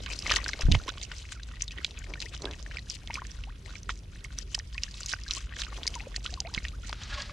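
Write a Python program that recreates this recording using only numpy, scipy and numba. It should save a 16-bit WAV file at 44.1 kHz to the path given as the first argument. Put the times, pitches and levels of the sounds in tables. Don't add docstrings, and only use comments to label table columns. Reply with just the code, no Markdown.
import sys
import numpy as np
from scipy import signal
from scipy.fft import rfft, irfft
from scipy.io import wavfile
from scipy.ndimage import uniform_filter1d
from numba import njit

SR = 44100
rng = np.random.default_rng(int(sys.argv[2]) if len(sys.argv) > 2 else 0)


def unload_audio(sound):
    columns = np.transpose(np.atleast_2d(sound))
    steps = np.round(np.clip(columns, -1, 1) * 32767)
    wavfile.write(sys.argv[1], SR, steps.astype(np.int16))


N = 322812
T = np.arange(N) / SR
LN1000 = np.log(1000)
TOP_HZ = 15000

# time_s, level_db
RUMBLE_LEVEL = [(0, -39), (.65, -39.5), (1.1, -43.5), (2.2, -40.5), (3.3, -40.5), (5, -42), (7.32, -39)]
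# pitch_hz, relative level_db (per Hz)
RUMBLE_TONE = [(12, -52), (20, -19.5), (48, 6.5), (70, -2), (151, -14.5), (420, -31.5), (560, -36),
               (910, -56), (1540, -120)]
# pitch_hz, level_db against the middle
RUMBLE_SIDES = [(60, -28.0), (130, -16.5), (300, -9.5)]
# pitch_hz, relative level_db (per Hz)
AIR_TONE = [(530, -34), (900, 0), (1330, 4), (2120, 0), (5000, -3), (7900, -13), (9100, -6), (11200, -22),
            (14300, -40)]
# pitch_hz, level_db against the middle
AIR_SIDES = [(1000, 1), (7000, -1), (13000, 21)]
# start_s, length_s, pitch_hz, level_db
HOOTS = [ (3.618, 0.057, 390, -57), (3.853, 0.05, 398, -57), (4.203, 0.077, 392, -61),
         (4.419, .085, 397, -58.5)]
# pitch_hz, fade_db_per_s, level_db (before the ringing curve)
METAL_RINGS = [(587, 10, -57), (845, 120, -61), (1105, 150, -53), (1434, 250, -55), (1654, 30, -50),
               (1900, 40, -61)]
# time_s, level_db
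RINGING_LEVEL = [(7.09, -12), (7.13, 6), (7.22, 6), (7.25, -5), (7.32, -4)]
# time_s, level_db (before it flickers)
SCRAPE_LEVEL = [(6.94, -54), (7.04, -46), (7.08, -49), (7.11, -43), (7.22, -41), (7.24, -44.5),
                (7.32, -52.5)]
# pitch_hz, relative level_db
SCRAPE_TONE = [(400, -15), (1200, 3.5), (4500, 3), (6800, -8.5), (9000, -21), (15000, -56)]
# pitch_hz, level_db against the middle
SCRAPE_SIDES = [(1000, -46), (8000, -38)]
# start_s, level_db, pitch_hz, fade_s (by 60 dB), left_minus_right_db
GROUND_BLOWS = [(0.634, -18, 37.4, 0.15, 5), (0.652, -10.5, 41.5, 0.23, 4), (0.686, -11.5, 134, 0.039, -11),
                (0.715, -9, 64, 0.096, -5.5), (0.738, -10, 53, 0.093, -5), (0.754, -13.5, 100, 0.067, -4),
                (0.775, -26, 43.5, 0.14, -11), (6.575, -27.5, 168, 0.021, -19.5)]
# time_s, level_db
SCUFF_LEVEL = [(.64, -64), (.685, -27), (.76, -34), (.8, -64)]
# pitch_hz, relative level_db
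SCUFF_TONE = [(40, -18), (120, 6.0), (250, -4.0), (600, -41), (1500, -73)]
# pitch_hz, level_db against the middle
SCUFF_SIDES = [(100, -13), (300, -1)]
# start_s, length_s, average pulses_per_s, pulse level_db (before the throat)
CROAK_CALLS = [(2.064, 0.11, 140, -15), (2.408, 0.13, 125, -4.5)]
# pitch_hz, width_hz, level_db
THROAT_TONES = [(357, 157, 9), (580, 100, -3), (960, 360, -6)]
# start_s, level_db (before the waver), start_pitch_hz, end_pitch_hz, length_s
BUBBLE_CHIRPS = [(0.697, -37, 603, 860, 0.012), (0.799, -36.5, 1310, 1640, 0.014),
                 (0.878, -31.5, 996, 1760, 0.029), (1.023, -39, 2010, 2420, 0.012),
                 (1.353, -43, 1560, 1230, 0.026), (1.536, -48, 1850, 2150, 0.019),
                 (1.684, -34, 3660, 3800, .008), (1.707, -46, 2470, 3300, 0.032),
                 (1.811, -47, 1230, 1840, 0.033), (2.236, -50, 880, 1020, 0.025),
                 (2.259, -39, 1840, 2800, 0.016), (2.174, -40, 1770, 1850, 0.012),
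                 (2.471, -35.5, 1550, 1750, 0.029), (2.87, -46, 1570, 1800, 0.0081),
                 (3.101, -30.5, 870, 940, 0.0088), (3.171, -33.5, 980, 2000, 0.03),
                 (3.218, -43, 940, 1200, 0.02), (3.472, -44, 755, 2270, 0.038),
                 (4.745, -47, 1710, 2400, 0.026), (4.751, -48.5, 1062, 1100, 0.017),
                 (4.88, -42.5, 1700, 1730, .016), (5.263, -35.5, 1560, 1710, 0.013),
                 (5.29, -49, 1210, 1400, 0.015), (5.369, -41, 1045, 1430, 0.029),
                 (5.681, -43.5, 1210, 1550, 0.025), (5.958, -36.5, 1020, 870, 0.025),
                 (6.005, -49, 787, 1030, 0.046), (6.069, -37.5, 500, 640, 0.015),
                 (6.082, -61, 643, 1350, 0.037), (6.173, -45.5, 625, 970, 0.016),
                 (6.275, -44, 1260, 1170, 0.01), (6.293, -43, 1660, 1760, 0.011),
                 (6.254, -33.5, 1340, 1540, 0.019), (6.326, -40.5, 676, 790, 0.02),
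                 (6.374, -41.5, 1130, 925, 0.024), (6.408, -44, 864, 700, 0.015),
                 (6.449, -41.5, 653, 1800, 0.059), (6.45, -43, 2030, 3250, 0.016),
                 (6.533, -45.5, 907, 1530, 0.034), (6.732, -43, 1190, 1590, 0.026),
                 (6.834, -41.5, 1400, 1390, 0.018)]
# start_s, level_db, pitch_hz, left_minus_right_db
MUD_POPS = [(.064, -29.5, 1590, -5), (0.102, -32, 2400, 4), (0.1149, -32, 2500, 6),
            (0.2653, -20.5, 2110, -1), (0.2963, -21.5, 2400, 2), (0.3127, -10.5, 1250, 1),
            (0.3195, -14.5, 1740, 8), (0.3655, -18, 1900, 0), (0.4022, -34.5, 1950, 8),
            (0.462, -18.5, 1550, 1), (0.4906, -21.5, 1640, 9), (0.5333, -21.5, 2100, 1),
            (0.6193, -23, 1680, 2), (0.6668, -34, 1550, 4), (0.7257, -26, 2870, -7),
            (0.7463, -21.5, 2140, 6), (0.8812, -30, 1100, -1), (1.1163, -27.5, 1470, 1),
            (1.321, -30, 1570, -1), (1.3979, -34, 1610, -1), (1.488, -40, 1510, 0), (1.515, -35.5, 1300, 3),
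            (1.7839, -28, 1900, 1), (2.02, -38, 1530, 2), (2.1376, -27.5, 2300, 1),
            (2.1561, -31.5, 1490, 0), (2.6632, -30.5, 1730, 3), (2.7121, -31, 1700, -7),
            (2.7703, -26, 2330, -8), (2.785, -30, 1960, -5), (3.1067, -28.5, 2120, 1),
            (3.1556, -25, 2340, -6), (3.2193, -26, 1110, 0), (3.2514, -35.5, 1780, -8),
            (3.707, -35.5, 1440, -3), (3.737, -38, 1240, -3), (3.7548, -33.5, 2330, 2),
            (3.893, -14, 1345, -1), (4.158, -39.5, 1740, -2), (4.2465, -32.5, 2140, -10),
            (4.3057, -38, 1500, -4), (4.5453, -25, 3070, -7), (4.5789, -28.5, 820, -3),
            (4.5987, -30.5, 1800, -9), (4.7798, -25, 2480, -6.5), (4.8344, -28.5, 2840, -8),
            (5.0061, -32.5, 1410, 0), (5.1236, -31, 1610, 6), (5.1359, -13.5, 1516, -4),
            (5.189, -39, 1820, 2), (5.5665, -29.5, 1660, 7), (5.6184, -27, 1690, 0),
            (5.6672, -30.5, 1460, 1), (5.855, -32, 1000, 3), (5.8763, -27.5, 2210, -1),
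            (5.998, -35.5, 2370, 2), (6.144, -32.5, 1800, -10), (6.1627, -30, 1890, -10),
            (6.2544, -23.5, 1310, 2), (6.578, -21, 2180, -5), (6.6514, -25.5, 1850, -8),
            (6.896, -27.5, 840, -2), (7.1392, -47, 1270, -5), (7.227, -37, 1070, -2), (7.296, -29, 1180, 1)]
# start_s, level_db, pitch_hz, left_minus_right_db
FILM_SNAPS = [(0.0618, -24.5, 2970, 0), (0.19, -25.5, 5150, 1), (0.2239, -32.5, 5070, -4),
              (0.2967, -24, 2830, 1), (0.3031, -14.5, 3200, 1), (0.3177, -20.5, 4970, -14),
              (0.3225, -15, 2970, 0), (0.3385, -31, 6400, 8), (0.3619, -17.5, 4230, 1),
              (0.4426, -25, 4400, 1), (0.4821, -25, 5400, 2), (0.4896, -26, 4900, 5),
              (0.5336, -25, 3640, 2), (0.6103, -24.5, 5070, 1), (0.7165, -18.5, 3620, -2),
              (0.7213, -11, 3680, 2), (0.7505, -7, 840, -3), (0.7507, -17.5, 3140, -5),
              (0.8811, -28.5, 3250, 1), (0.891, -30.5, 5500, 1), (0.9818, -32, 3220, -3),
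              (1.0147, -28.5, 3680, 0), (1.035, -32.5, 4600, 5), (1.1172, -31.5, 3100, -8),
              (1.433, -33, 3960, 0), (1.6214, -17.5, 5950, 0.5), (1.641, -38, 7000, 0),
              (1.6798, -30, 4260, 2), (1.7095, -34.5, 3200, 0), (1.8465, -13.5, 3460, -3),
              (1.8649, -37, 4170, -5), (1.9091, -34.5, 3600, 0), (1.989, -35.5, 7100, -1),
              (2.042, -31, 2190, 1), (2.138, -34, 3200, 3), (2.2032, -25, 4100, -4), (2.227, -30, 2720, -4),
              (2.343, -29, 1490, 0), (2.3488, -31.5, 3630, -7), (2.4208, -29.5, 4200, -5),
              (2.4547, -23.5, 3550, -7), (2.5115, -31, 3530, 0), (2.535, -34.5, 2650, -11),
              (2.7923, -32, 4100, -1), (2.8996, -24, 5500, -3), (3.0745, -29.5, 3340, -5),
              (3.1418, -24.5, 5320, 0), (3.4379, -30.5, 2830, -5), (3.8317, -38, 6060, 0),
              (3.8933, -28, 2920, -6), (3.9054, -27.5, 3320, 0), (3.99, -45, 5500, -2),
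              (4.207, -44, 3740, -3), (4.2422, -37, 7840, 1), (4.3872, -23.5, 5730, -4),
              (4.5484, -17.5, 5200, -1), (4.5907, -29.5, 5560, 1.5), (4.728, -37.5, 3270, 3),
              (4.737, -42, 5000, 0), (4.745, -35.5, 4500, 2), (4.8348, -21, 4850, -3),
              (4.9115, -38.5, 4800, -2), (4.942, -34, 4000, -3), (5.0063, -30.5, 7400, 0),
              (5.0326, -30, 4400, -1), (5.061, -25.5, 6600, 0), (5.0925, -27.5, 4460, 0),
              (5.1173, -26, 4000, -6), (5.1295, -27, 5540, 2), (5.136, -32, 1830, -4),
              (5.2362, -37, 5140, 1), (5.281, -31, 4170, -4), (5.2866, -28, 4000, 2),
              (5.3094, -16.5, 4020, -4), (5.3358, -29, 5800, 10), (5.6188, -20.5, 3750, 1),
              (5.729, -25, 890, -3), (5.7773, -30, 1200, -1), (5.8328, -24, 3320, 5),
              (5.8679, -21.5, 4520, -1), (5.8768, -17.5, 4880, 2), (5.9413, -28, 3260, -1),
              (6.1626, -20.5, 4340, -3), (6.2626, -19, 3100, -2.5), (6.3402, -26.5, 4150, 0),
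              (6.4033, -20.5, 4870, -2), (6.5399, -27.5, 4800, 1), (6.5476, -20.5, 3360, -5.5),
              (6.6511, -27.5, 2870, -4), (6.6839, -29.5, 3620, -3), (6.894, -29.5, 4570, -2),
              (6.9285, -13.5, 1300, 0), (6.9289, -28, 3340, 0), (7.035, -31, 3800, 0),
              (7.221, -27.5, 4570, 0)]
# time_s, spray_level_db, slosh_level_db, mud_sucking_level_db
TRICKLE_LEVELS = [(0, -61, -53, -49.5), (.8, -59.5, -52, -45.5), (1.3, -80.5, -59, -65),
                  (2.2, -62.5, -63, -51.5), (3, -67.5, -61.5, -59.5), (4.2, -77, -71.5, -61),
                  (5.2, -77, -56, -79), (5.8, -68, -53, -44.5), (6.1, -72, -60.5, -54),
                  (7.32, -67.5, -71, -62)]
# peak_s, spray_level_db, slosh_level_db, length_s
BODY_TWISTS = [(0.04, -50.5, -60, 0.072), (0.125, -43, -39, 0.058), (0.18, -49.5, -65, 0.11),
               (0.311, -39, -32, 0.15), (0.362, -33, -27, 0.028), (0.48, -45.5, -39.5, 0.14),
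               (0.614, -48, -36.5, 0.057), (0.744, -48, -42, 0.088), (0.888, -44, -29.5, 0.023),
               (1.033, -50, -66, 0.1), (1.114, -76, -44, 0.066), (1.189, -52.5, -53.5, 0.25),
               (1.324, -44, -50, 0.066), (1.505, -63.5, -57.5, 0.68), (1.62, -50, -56.5, 0.053),
               (1.72, -48.5, -53, 0.023), (1.785, -57, -41, 0.037), (1.87, -57, -69, 0.29),
               (1.979, -78, -49, 0.14), (2.225, -42.5, -53, 0.058), (2.341, -51.5, -45, 0.055),
               (2.47, -62, -54, 0.76), (2.742, -54, -46.5, 0.12), (2.91, -42.5, -69.5, 0.039),
               (2.953, -45, -71, 0.03), (3.156, -46.5, -39, 0.065), (3.318, -58.5, -55.5, 0.39),
               (3.506, -88, -60, 0.75), (3.716, -59, -56, 0.33), (3.91, -55, -49, 0.068),
               (3.976, -58, -67, 0.1), (4.149, -62.5, -57.5, 0.22), (4.253, -51, -48.5, 0.036),
               (4.332, -65, -51, 0.072), (4.388, -51, -48, 0.068), (4.552, -49.5, -54, 0.11),
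               (4.838, -45.5, -49, 0.06), (5.008, -52.5, -53.5, 0.65), (5.1, -44, -51, 0.094),
               (5.347, -42, -45.5, 0.15), (5.602, -38.5, -40.5, 0.074), (5.767, -52, -47, 0.18),
               (5.925, -54.5, -51.5, 0.49), (6.158, -45.5, -63, 0.037), (6.248, -45, -50.5, 0.024),
               (6.318, -53.5, -55, 0.15), (6.562, -52, -46.5, 0.15), (6.66, -56.5, -50, 0.12),
               (6.881, -49, -44, 0.11), (7.22, -48.5, -68, 0.024)]
# pitch_hz, level_db against the middle
MIST_SIDES = [(1000, -8), (7000, -6), (11000, 2)]
# pitch_hz, level_db
MIC_TONE = [(600, -6.5), (4500, 6), (6200, 9.5), (8500, 0), (11000, -7), (14000, -10)]
# pitch_hz, level_db
LEFT_TOP, RIGHT_TOP = [(7000, 0), (13000, 4)], [(7000, 0), (13000, -4)]


def undb(db):
    return 10 ** (np.asarray(db) / 20)


def level_curve(points, before_db=None, after_db=None):
    return np.interp(T, *np.transpose(points), left=before_db, right=after_db)


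def colour(x, points):
    hz, db = np.transpose(points)
    f = np.maximum(np.fft.rfftfreq(N, 1 / SR), 1)
    gain = undb(np.interp(np.log(f), np.log(hz), db))
    return irfft(rfft(x) * gain, N)


def unit(x):
    return x / np.sqrt(np.mean(x ** 2))


def band(x, hz, width_hz):
    return signal.lfilter(*signal.iirpeak(hz, hz / width_hz, SR), x)


def walk(rate):
    k = int(SR / rate)
    steps = np.repeat(rng.standard_normal(N // k + 1), k)
    return 2.0 * uniform_filter1d(uniform_filter1d(steps, k), k)[:N]


def wide_noise(points, side):
    mid, other = colour(rng.standard_normal((2, N)), points)
    return unit(mid + colour(other, side) * np.array([[1], [-1]]))


@njit
def add(out, s, left, right, hz, t60, glide, rise):
    for k in range(len(s)):
        i, n = int(s[k] * SR), int(t60[k] * SR)
        fade, climb = np.exp(-np.log(1000.) / n), 2 ** (glide[k] / n)
        swell = np.exp(-1 / (rise[k] * SR))
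        level, step, phase, unswollen = 1., 2 * np.pi * hz[k] / SR, 0., 1.
        for j in range(max(i, 0), min(i + n, out.shape[1])):
            phase += step
            step = min(step * climb, 2.8)
            level *= fade
            unswollen *= swell
            value = level * (1 - unswollen) * np.sin(phase)
            out[0, j] += left[k] * value
            out[1, j] += right[k] * value


def rings(s, db, hz, t60, glide, pan_db, rise_turns):
    columns = np.broadcast_arrays(s, db, hz, t60, glide, pan_db)
    s, db, hz, t60, glide, pan_db = (np.ascontiguousarray(c, float) for c in columns)
    out = np.zeros((2, N))
    left, right = undb(db + pan_db / 2), undb(db - pan_db / 2)
    add(out, s, left, right, hz, np.clip(t60, .0005, 2), glide, max(rise_turns, .01) / hz)
    return out


def rumble():
    return wide_noise(RUMBLE_TONE, RUMBLE_SIDES) * undb(level_curve(RUMBLE_LEVEL))


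def air():
    return wide_noise(AIR_TONE, AIR_SIDES) * undb(-65 + 1.3 * walk(9.6))


def hoots():
    out = np.zeros(N)
    for s, long, hz, db in HOOTS:
        shape = np.sin(np.pi * np.clip((T - s) / long, 0, 1)) ** .5
        out += undb(db) * shape * np.sin(2 * np.pi * hz * T)
    return out


def metal():
    since = np.maximum(T - RINGING_LEVEL[1][0], 0)
    tones = np.zeros(N)
    for hz, fade, db in METAL_RINGS:
        level = undb(db - fade * since + 4.3 * walk(90))
        tones += level * np.sin(2 * np.pi * hz * np.cumsum(1 + .004 * walk(40)) / SR)
    ring = tones * undb(level_curve(RINGING_LEVEL, before_db=-120))
    hiss_db = level_curve(SCRAPE_LEVEL, before_db=-120) + 1.8 * walk(160)
    return ring + wide_noise(SCRAPE_TONE, SCRAPE_SIDES) * undb(hiss_db)


def thumps():
    s, db, hz, t60, pan = np.transpose(GROUND_BLOWS)
    blows = rings(s, db, hz, t60, 0, pan, rise_turns=0.039)
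    return blows + wide_noise(SCUFF_TONE, SCUFF_SIDES) * undb(level_curve(SCUFF_LEVEL, -120, -120))


def croaks():
    peak, edge_db = 0.29, -10.5
    pulses = np.zeros(N)
    for s, long, rate, db in CROAK_CALLS:
        on = (T > s) & (T < s + long)
        turns = np.cumsum(on * rate) / SR + .95 + .2 * on * walk(100)
        slips = np.diff(np.floor(turns), prepend=0) > 0
        swell_db = np.interp((T - s) / long, [0, peak, 1], [edge_db, 0, edge_db])
        pulses += slips * undb(db + swell_db + 3.5 * rng.standard_normal(N))
    rattle = uniform_filter1d(pulses, 200, origin=99) * rng.standard_normal(N) * undb(11)
    body = sum(undb(db) * band(pulses + rattle, hz, width) for hz, width, db in THROAT_TONES)
    return signal.sosfilt(signal.butter(2, [180, 1300], "band", fs=SR, output="sos"), body)


def bubbles():
    out, waver = np.zeros((2, N)), undb(np.clip(2.5 * walk(260), -12, 3))
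    for s, db, start_hz, end_hz, long in BUBBLE_CHIRPS:
        u = np.arange(int(long * SR)) / (long * SR)
        octaves = abs(np.log2(end_hz / start_hz))
        hz = start_hz * (end_hz / start_hz) ** (u ** (.8 + .8 * octaves))
        edges = np.minimum(u * long / .001, 1) * np.minimum((1 - u) / .12, 1)
        fade = undb(-14 * u / (1 + .5 * octaves))
        tone = undb(db) * edges * fade * np.sin(2 * np.pi * np.cumsum(hz) / SR)
        sides = undb(np.array([[1], [-1]]) * 0.7 * rng.standard_normal())
        out[:, int(s * SR):int(s * SR) + len(u)] += tone * sides
    return out * waver


def bursts(table, ring_s, crack_db, crack_s, octaves, drops_db, ahead_scale_s, after_scale_s, count):
    s, db, hz, pan = np.transpose(table)
    out = rings(s, db, hz, ring_s, 0.016, pan, rise_turns=0.2)
    for when, off, small in rng.random((len(s), count, 3)).transpose(1, 2, 0):
        crack_hz = hz * 2 ** (octaves * (off - .4))
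        out += rings(s + .0006 * when, db + crack_db, crack_hz, crack_s, 0, pan, rise_turns=0.45)
        ahead = when < .3
        lag = np.where(ahead, -ahead_scale_s * when / 0.11, after_scale_s * (when - .3))
        drop_db = db + 33.0 - 31.5 + drops_db - 12 * small - 14 * ahead
        drop_hz = hz * 2 ** (octaves * (small - .4))
        out += rings(s + lag, drop_db, drop_hz, 3 * crack_s, 0.44, pan, rise_turns=1.6)
    return out


def pops():
    return bursts(MUD_POPS, ring_s=0.015, crack_db=-7.0, crack_s=0.0019, octaves=1.78, drops_db=1.2,
                  ahead_scale_s=0.0066, after_scale_s=0.012, count=3)


def snaps():
    return bursts(FILM_SNAPS, ring_s=0.0053, crack_db=0.018, crack_s=0.00058, octaves=1.62, drops_db=7.3,
                  ahead_scale_s=0.002, after_scale_s=0.0077, count=4)


def patter(level_db, lo_hz, hi_hz, turns, scatter_db, clump_db, wide_db, tilt_db, count):
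    s, pitch, size, long = rng.random((count, 4)).T
    clumps_db = clump_db * walk(110)
    s, hz = s * N / SR, lo_hz * (hi_hz / lo_hz) ** pitch
    db = np.minimum(-scatter_db * np.log(size), 12) + tilt_db * pitch + np.interp(s, T, clumps_db)
    pan = wide_db * np.interp(s, T, walk(27))
    t60 = turns * (.5 + 3 * long ** 4) / hz
    drops = rings(s, db, hz, t60, .35, pan, rise_turns=.9)
    mist_tone = [(.7 * lo_hz, -25), (lo_hz, 0), (hi_hz, -6), (1.4 * hi_hz, -30)]
    mist = undb(-8.5 + .5 * clumps_db) * wide_noise(mist_tone, MIST_SIDES)
    return unit(unit(drops) + mist) * undb(level_db)


def wriggling_levels():
    rise_share, fade_db = 0.84, 29
    suck_db = -6
    s, *trickle_db = np.transpose(TRICKLE_LEVELS)
    power = np.array([undb(2 * np.interp(T, s, db)) for db in trickle_db])
    for at, spray_db, slosh_db, long in BODY_TWISTS:
        near = slice(max(int((at - 2 * long) * SR), 0), int((at + 3 * long) * SR))
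        u = (T[near] - at) / long
        drop_db = fade_db * np.maximum(u, -u / rise_share)
        peaks_db = np.array([[spray_db], [slosh_db], [slosh_db + suck_db]])
        power[:, near] += undb(2 * (peaks_db - drop_db))
    return 10 * np.log10(power)


def wriggling():
    spray_db, slosh_db, suck_db = wriggling_levels()
    spray = patter(spray_db, 2600, 10000, turns=10., scatter_db=3.8, clump_db=3.,
                   wide_db=6., tilt_db=0., count=13000)
    slosh = patter(slosh_db, 1050, 4000, turns=7., scatter_db=3.6, clump_db=3.,
                   wide_db=6., tilt_db=-2., count=4500)
    straw = patter(spray_db - 5, 2000, 7000, turns=1.5, scatter_db=5., clump_db=3.,
                   wide_db=6., tilt_db=0., count=900)
    mud = patter(suck_db, 230, 850, turns=1.6, scatter_db=2., clump_db=2.,
                 wide_db=4., tilt_db=2., count=3500)
    return spray + slosh + straw + mud


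def scatter(wet):
    shared, own = rng.standard_normal(1500), rng.standard_normal((2, 1500))
    tail = (.6 * shared + own) * np.exp(-LN1000 * np.arange(1500) / SR / .02)
    return undb(-30) * signal.fftconvolve(wet, tail, axes=1)[:, :N]


def scene():
    wet = colour(wriggling() + snaps() + pops(), MIC_TONE) + bubbles()
    wet += scatter(wet)
    return rumble() + air() + hoots() + metal() + thumps() + croaks() + wet


def record(dry):
    ports = np.array([colour(dry[0], LEFT_TOP), colour(dry[1], RIGHT_TOP)])
    return signal.sosfilt(signal.ellip(8, .2, 70, TOP_HZ, fs=SR, output="sos"), ports)


dry = scene()
out = record(dry)
unload_audio(out)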